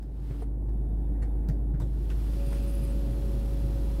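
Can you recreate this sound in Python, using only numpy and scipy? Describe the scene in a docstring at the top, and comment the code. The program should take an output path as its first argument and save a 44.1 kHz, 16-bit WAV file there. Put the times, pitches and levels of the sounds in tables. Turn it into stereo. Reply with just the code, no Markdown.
"""Sunshade in an idling car

Inside a parked car the engine booms over a bed of cabin rumble and vent air. After a faint click,
a sleeve rustles, a hand brushes the roof console, and the switch, latch and trim click and knock.
Then the sunshade motor runs up to a steady whine that sets the roof lining droning, while the
fabric hisses along its rails and briefly sticks and slips in thin squeaks."""
import sys
import numpy as np
from scipy import signal
from scipy.fft import rfft, irfft
from scipy.io import wavfile
from scipy.ndimage import uniform_filter1d

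SR = 44100
rng = np.random.default_rng(int(sys.argv[2]) if len(sys.argv) > 2 else 0)


def materialize(psi):
    """Save the field psi as 16-bit PCM at rate SR to the path in sys.argv[1].

    A 1-D psi becomes a single channel; in a 2-D psi each row is a channel.
    """
    bounded = np.clip(np.atleast_2d(psi).T, -1, 1)
    quanta = np.round(bounded * 32767).astype(np.int16)
    wavfile.write(sys.argv[1], SR, quanta)


N = 176400
T, HZ = np.arange(N) / SR, np.fft.rfftfreq(N, 1 / SR)

# Engine orders: firing_multiple, rms_db
ENGINE_ORDERS = [(.5, -55), (1, -27.5), (1.5, -50.5), (2, -54), (2.5, -46), (3, -64), (4, -58), (4.5, -59),
                 (5.5, -49.5), (6, -62), (6.5, -58.5), (7.5, -66.5), (14, -72), (16, -74.5), (17, -79)]
# How the boom reaches the ears: freq_hz, left_over_right_db, left_lead_rad
BOOM_IMAGE = [(26, 1.5, -0.26), (52, 3, -0.56), (104, -2.5, -0.042), (280, -6, 0.26), (887, -12, 0.18)]
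# Tone of the cabin rumble and vent air: freq_hz, relative_db
CABIN_EQ = [(20, -13), (40, -2), (62, -0.5), (90, -3), (125, 1.5), (160, -1.5), (240, -9.5), (340, -9),
            (450, -15.5), (600, -21.5), (850, -22.5), (1150, -35.5), (1600, -39.5), (2200, -49),
            (3100, -53), (4000, -56), (6300, -63.5), (8500, -57), (10800, -50.5), (12700, -56.5),
            (14200, -57.5), (15500, -57.5)]
# Stereo image of that bed: freq_hz, correlation
CABIN_IMAGE = [(60, 1), (240, 0.78), (480, 0.46), (950, -0.35), (1900, 0.0049), (3800, -0.35), (7500, 0.96),
               (15000, .8)]
# Tone of the sleeve rustle: freq_hz, relative_db
SLEEVE_EQ = [(200, 17.5), (750, 14), (1100, 11.5), (1800, 7), (2600, 2.5), (4000, 1.5), (7000, -6),
             (11000, -8), (15500, -10.5)]
# The sleeve's movement: time_s, level_db
SLEEVE_ENVELOPE = [(0, -57), (.1, -59), (.2, -54.5), (.3, -49.5), (.36, -50), (0.429, -51), (.47, -66),
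                   (.52, -76), (.62, -100)]
# Stereo image of sleeve, shade and rails: freq_hz, correlation
CLOTH_IMAGE = [(500, 0.19), (1500, -0.29), (4000, 0.19), (6500, -0.14), (8500, 1), (15000, 1)]
# A faint click at the very start, then knocks on switch and trim: start_s, rise_s, decay_s,
# thump_hz, thump_db, body_hz, body_db, clack_hz, clack_db, snap_hz, snap_db, tick_db, tick_rolloff_hz
KNOCK_HITS = [(.024, 0.0018, 0.0079, 160, -62, 750, -51, 1600, -59, 4900, -60, -56, 15000),
              (0.299, 0.012, 0.0093, 124.4, -21.5, 530, -42.5, 1730, -50.5, 4500, -72, -72, 8000),
              (0.416, 0.0057, 0.012, 440, -36, 700, -41, 1290, -49.5, 9200, -58.5, -72, 12000),
              (.684, 0.0038, 0.019, 161, -62, 740, -48.5, 1800, -70, 4700, -85, -73.5, 8100),
              (1.218, 0.011, 0.023, 159, -54, 500, -53, 1670, -53.5, 9600, -69, -62.5, 8450),
              (1.485, 0.0022, 0.0064, 157, -22, 495, -32.5, 1770, -57.5, 4700, -55.5, -52.5, 15000),
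              (1.495, 0.0017, 0.0071, 119, -24, 644, -43.5, 1800, -53, 6200, -63, -66, 12000),
              (1.735, 0.011, 0.026, 145.5, -23.5, 500, -58, 1550, -58.5, 4480, -80, -77, 8000),
              (1.798, 0.0025, 0.031, 132, -31.5, 990, -47.5, 1600, -61, 7500, -65, -57, 12000),
              (1.817, 0.0044, 0.012, 121, -22.5, 550, -44, 1500, -57, 3600, -59, -64, 11000),
              (2.097, .005, 0.018, 130, -41, 1480, -48.5, 2460, -51, 3500, -61, -56, 10000),
              (2.523, 0.0017, 0.0033, 126, -46, 840, -42, 1420, -52, 2320, -64, -57, 10000),
              (2.527, 0.0025, 0.0076, 463, -43, 950, -50, 1600, -45.5, 2260, -53, -54, 10000)]
# Tone of each hit's tick: freq_hz, relative_db
TICK_EQ = [(300, -25.5), (1500, -7.5), (3500, -3), (6000, -5), (8000, -6), (11000, -6), (14000, -6),
           (16000, -4)]
# Stereo image of those hits: freq_hz, correlation
KNOCK_IMAGE = [(300, 1), (600, 0.1), (1200, -0.32), (4000, 0.26), (7000, 0.48), (10000, 0.92)]
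# Two strokes of the hand on the console: time_s, level_db
BRUSH_ENVELOPE = [(.9, -97), (1.17, -69.5), (1.3, -81), (1.45, -70), (1.7, -92)]
# Modes of the roof switch and of the shade's latch: pitch_hz, relative_db, t60_s
SWITCH_RING = [(1223, 0.5, .06), (1630, 0, .06), (1850, 8, 0.05), (2780, -7, 0.056), (4320, -10, 0.075),
               (6400, -9, .025), (7230, -5, 0.045), (8440, -9, .02), (9560, -1, 0.032), (10500, -7, .03)]
LATCH_RING = [(454, 13, 0.051), (573, 4, .05), (1400, 4, 0.071), (1860, 2, 0.064), (4680, -3, .07),
              (4840, -6, 0.04), (5550, -9, .06), (6130, 0, .055), (8600, -13, .05), (9800, -8, .05),
              (12300, 0, .06), (14100, -10, .06)]
# Their clicks: start_s, level_db
SWITCH_HITS = [(1.2195, -59), (1.226, -52.5)]
LATCH_HITS = [(1.485, -57), (1.797, -63)]
# Tone of the fabric sliding in its rails: freq_hz, relative_db
SHADE_EQ = [(200, 12.5), (500, 10.5), (1000, 7.5), (1500, 6), (2000, 0.5), (2700, 1.5), (4000, -.5),
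            (4900, -2), (6500, -4.5), (8500, -8.5), (10500, -6.5), (12300, -5.5), (13800, -12.5),
            (15700, -9.5)]
# Swell of that slide: time_s, level_db
SHADE_ENVELOPE = [(1.7, -100), (1.79, -74), (1.84, -63.5), (2.0, -58.5), (2.15, -54), (2.35, -50.5),
                  (2.5, -51), (2.53, -50), (2.57, -48), (2.6, -50.5), (2.8, -51), (3.05, -52),
                  (3.35, -51.5)]
# Resonances of the rails: pitch_hz, width_hz, lift_db
RAIL_RESONANCES = [(2610, 300, 4.5), (4850, 260, 5.5), (10100, 5000, 1.5)]
# Squeaks of the fabric: start_s, length_s, from_hz, to_hz, level_db
FABRIC_SQUEAKS = [(2.435, .06, 11800, 12200, -65), (2.445, .045, 9200, 8700, -60),
                  (2.483, .015, 10350, 10200, -61), (2.5, .04, 8900, 8900, -55.5),
                  (2.54, .03, 8850, 8950, -60), (2.63, .022, 11800, 12100, -59),
                  (2.665, .045, 9050, 9200, -58), (2.675, .03, 10000, 10100, -60),
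                  (2.706, .018, 9500, 9950, -58), (2.728, .025, 12550, 12350, -58),
                  (2.738, .032, 9650, 9950, -57), (2.768, .016, 10650, 10350, -58),
                  (2.815, .035, 10600, 10000, -59), (2.833, .025, 11200, 12100, -61),
                  (2.835, .022, 9100, 8950, -60), (2.88, .035, 8450, 8200, -61)]

FIRING_HZ = 51.79
MOTOR_ON_S, SPIN_UP_S = 2.2, 0.24


def amp(db):
    """Decibels to gain."""
    return 10 ** (np.asarray(db) / 20)


def unit(x):
    """Scales to rms 1."""
    return x / np.sqrt(np.mean(x ** 2) + 1e-20)


def curve(points):
    """A frequency table drawn across the spectrum on a log axis."""
    hz, value = np.transpose(points)
    return np.interp(np.log(HZ + 1), np.log(hz + 1), value)


def envelope(points):
    """A table of times and levels as a gain ride."""
    return amp(np.interp(T, *np.transpose(points)))


def ramp(start_s, length_s):
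    """A straight fade from 0 to 1."""
    return np.clip((T - start_s) / length_s, 0, 1)


def pan(db):
    """Left and right gains; positive leans left."""
    return amp([[db / 2], [-db / 2]])


def drift(rate_hz):
    """Random wander up to about rate_hz, rms 1."""
    return unit(irfft(rfft(rng.standard_normal(N)) / (1 + (HZ / rate_hz) ** 4), N))


def noise(gain, correlation):
    """Coloured stereo noise, rms 1; a correlation of 1 is mono, 0 is wide."""
    a, b = rfft(rng.standard_normal((2, N)))
    correlation = np.clip(correlation, -1, 1)
    mid, side = a * np.sqrt(1 + correlation), b * np.sqrt(1 - correlation)
    return unit(irfft(np.array([mid + side, mid - side]) * gain, N))


def peak(hz, width_hz):
    """The gain of a resonance with steep skirts."""
    return 1 / (1 + (1.3 * (HZ - hz) / width_hz) ** 2)


def ripple(depth_db=2.1):
    """Fine peaks and dips that the cabin's reflections leave in each channel."""
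    grid_hz = np.arange(0, SR / 2, 15)
    rows = rng.standard_normal((2, len(grid_hz)))
    combs = np.array([np.interp(HZ, grid_hz, unit(uniform_filter1d(row, 3))) for row in rows])
    return amp(depth_db * np.minimum(HZ / 1500, 1) * combs)


def engine():
    """The idle booms in the cabin at the firing rate, with weak orders around it."""
    firings = np.cumsum(FIRING_HZ * (1 + 0.0029 * drift(5.18))) / SR
    image_hz, pan_db, lead_rad = np.transpose(BOOM_IMAGE)
    out = np.zeros((2, N))
    for multiple, db in ENGINE_ORDERS:
        hz = multiple * FIRING_HZ
        flutter_db = 0.42 * drift(14) if multiple == 1 else 1.8 * drift(4.0)
        left_lead = np.array([[np.interp(hz, image_hz, lead_rad)], [0]])
        phase = 2 * np.pi * (multiple * firings + rng.random()) + left_lead
        out += np.sqrt(2) * amp(db + flutter_db) * np.sin(phase) * pan(np.interp(hz, image_hz, pan_db))
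    return out


def cabin(whistle_on_s=0.68, swell_at_s=3.6):
    """Rumble and vent air throb with the crankshaft, under a thin whistle and one late low swell."""
    throb = 1 + 0.044 * np.sin(np.pi * FIRING_HZ * T) + 0.088 * np.sin(2 * np.pi * FIRING_HZ * T)
    air = noise(amp(curve(CABIN_EQ)) * ripple(), curve(CABIN_IMAGE))
    air *= amp(-38.5 + 0.87 * drift(0.83)) * throb
    whistle = noise(peak(3570, 160), 0.15) * amp(-85 + 2 * drift(18)) * ramp(whistle_on_s, 0.04)
    swell = noise(peak(130, 11), 1) * amp(-41) * np.exp(-((T - swell_at_s) / 0.2) ** 2)
    return (air + whistle + swell) * pan(-0.14)


def cloth(eq, levels, grain_db):
    """Sliding cloth: fine friction noise, made grainy by an uneven grip."""
    friction = noise(amp(curve(eq)) * ripple(), curve(CLOTH_IMAGE))
    return friction * envelope(levels) * amp(grain_db * drift(70)) * pan(-0.5)


def knocks(body_q=3.14, clack_q=2.4, snap_q=8.1, thump_decay_s=0.015, tail_db=-8.5, tail_decay_s=0.03):
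    """A faint click, then contacts that ring the trim and thump the roof lining, with a cabin tail."""
    tick_tone, image, reflections = unit(amp(curve(TICK_EQ))), curve(KNOCK_IMAGE), ripple()
    out = np.zeros((2, N))
    for (start_s, rise_s, decay_s, thump_hz, thump_db, body_hz, body_db,
         clack_hz, clack_db, snap_hz, snap_db, tick_db, rolloff_hz) in KNOCK_HITS:
        modes = [(body_hz, body_q, body_db), (clack_hz, clack_q, clack_db), (snap_hz, snap_q, snap_db)]
        tick = amp(tick_db) * unit(tick_tone / np.hypot(1, (HZ / rolloff_hz) ** 3))
        power = tick ** 2 + sum((amp(db) * unit(peak(hz, hz / q))) ** 2 for hz, q, db in modes)
        t = np.maximum(T - start_s, 0)
        attack, release_s = ramp(start_s, rise_s), np.clip(t - rise_s, 0, 1)
        tail = amp(tail_db) * np.exp(-release_s / tail_decay_s)
        shape = attack * np.hypot(np.exp(-release_s / decay_s), tail)
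        out += shape * np.sqrt(power.mean()) * noise(np.sqrt(power) * reflections, image)
        thump = np.exp(-release_s / thump_decay_s) * np.sin(2 * np.pi * thump_hz * t)
        out += amp(thump_db) * attack * thump
    return out


def hand():
    """A hand brushes faintly over the roof console."""
    return noise(peak(1800, 450), 0) * envelope(BRUSH_ENVELOPE) * amp(2 * drift(25)) * pan(1.5)


def clicks(modes, hits, rise_s=0.003, length_s=0.12, spread_cycles=0.4):
    """Hard plastic snaps and rings briefly in its own modes, a little differently at each ear."""
    t = T[:round(length_s * SR)]
    attack = np.minimum(t / rise_s, 1)
    out = np.zeros((2, N))
    for start_s, db in hits:
        first = round(start_s * SR)
        for hz, mode_db, t60_s in modes:
            ring = np.sin(2 * np.pi * (hz * t + spread_cycles * rng.random((2, 1)) + rng.random()))
            out[:, first:first + len(t)] += amp(db + mode_db - 60 * t / t60_s) * attack * ring
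    return out


def rail_rasp(on_s=2.17, release_at_s=2.84, fade_s=0.34):
    """The dragging fabric sets the rails ringing."""
    ring_power = sum(peak(hz, width) ** 2 * (amp(db) ** 2 - 1) for hz, width, db in RAIL_RESONANCES)
    tone = np.sqrt(ring_power) * unit(amp(curve(SHADE_EQ)))
    rasp = noise(tone, curve(CLOTH_IMAGE)) * np.sqrt(np.mean(tone ** 2))
    drag = ramp(on_s, fade_s) * (1 - ramp(release_at_s, fade_s))
    return rasp * envelope(SHADE_ENVELOPE) * drag * amp(1.5 * drift(45))


def motor(whine_hz=559.2, sag_hz_per_s=4.7, fade_db_per_s=1.6, gear_on_s=3.68, gear_ratio=1.755):
    """A wavering whine swells in and sags under load; a higher gear tone joins late."""
    running_s = T - MOTOR_ON_S
    pitch_hz = (whine_hz - sag_hz_per_s * running_s) * (1 + 0.002 * drift(11.7))
    phase = 2 * np.pi * np.cumsum(pitch_hz) / SR + np.array([[-1.1], [0]])  # the left ear lags
    whine_db = -47 - fade_db_per_s * running_s + 1.8 * drift(40)
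    whine = ramp(MOTOR_ON_S, SPIN_UP_S) ** 2 * amp(whine_db) * np.sin(phase)
    gear = ramp(gear_on_s, 0.028) * amp(-63 + 2 * drift(16)) * np.sin(gear_ratio * phase)
    return np.sqrt(2) * (whine + gear) * pan(-0.6)


def roof_drone():
    """The running motor makes the roof lining drone."""
    return noise(peak(208, 126), 0.86) * amp(-49) * ramp(MOTOR_ON_S, SPIN_UP_S)


def squeaks(max_lag_s=0.08, stray_detune=0.08, stray_db=-4.5):
    """Thin, scratchy stick-slip whistles, each trailed by a fainter stray slip at another pitch."""
    lags_s = max_lag_s * rng.random(len(FABRIC_SQUEAKS))
    shifts = 1 + stray_detune * rng.standard_normal(len(FABRIC_SQUEAKS))
    strays = [(start_s + lag_s, length_s, from_hz * shift, to_hz * shift, db + stray_db)
              for (start_s, length_s, from_hz, to_hz, db), lag_s, shift
              in zip(FABRIC_SQUEAKS, lags_s, shifts)]
    waver = 1 + 0.008 * drift(45.6) + 0.009 * drift(940)  # wobble plus fast scratch
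    grip = unit(amp(3.5 * drift(100)))
    out = np.zeros(N)
    for start_s, length_s, from_hz, to_hz, db in FABRIC_SQUEAKS + strays:
        progress = ramp(start_s, length_s)
        pitch_hz = (from_hz + (to_hz - from_hz) * progress) * waver
        arch = np.sqrt(abs(np.sin(np.pi * progress)))
        out += amp(db) * grip * arch * np.sin(2 * np.pi * np.cumsum(pitch_hz) / SR)
    return out * pan(-2.3)


def scene():
    """The mix from the front seat: idle bed, close rustles and clicks, moving shade."""
    sleeve = cloth(SLEEVE_EQ, SLEEVE_ENVELOPE, grain_db=0.9)
    shade_hiss = cloth(SHADE_EQ, SHADE_ENVELOPE, grain_db=0.5)
    plastic = clicks(SWITCH_RING, SWITCH_HITS) + clicks(LATCH_RING, LATCH_HITS)
    bed = engine() + cabin()
    close_sounds = sleeve + hand() + knocks() + plastic
    sunshade = motor() + roof_drone() + shade_hiss + rail_rasp() + squeaks()
    return bed + close_sounds + sunshade


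def record(dry):
    """The level eases up at the start, and a steep low-pass trims the very top."""
    fade_from_db, fade_s, cutoff_hz = -8.5, 0.76, 15750
    faded = dry * amp(fade_from_db * (1 - ramp(0, fade_s)))
    lowpass = signal.firwin(511, cutoff_hz, window=("kaiser", 9), fs=SR)
    return signal.oaconvolve(faded, lowpass[None], "same")


dry = scene()
out = record(dry)
materialize(out)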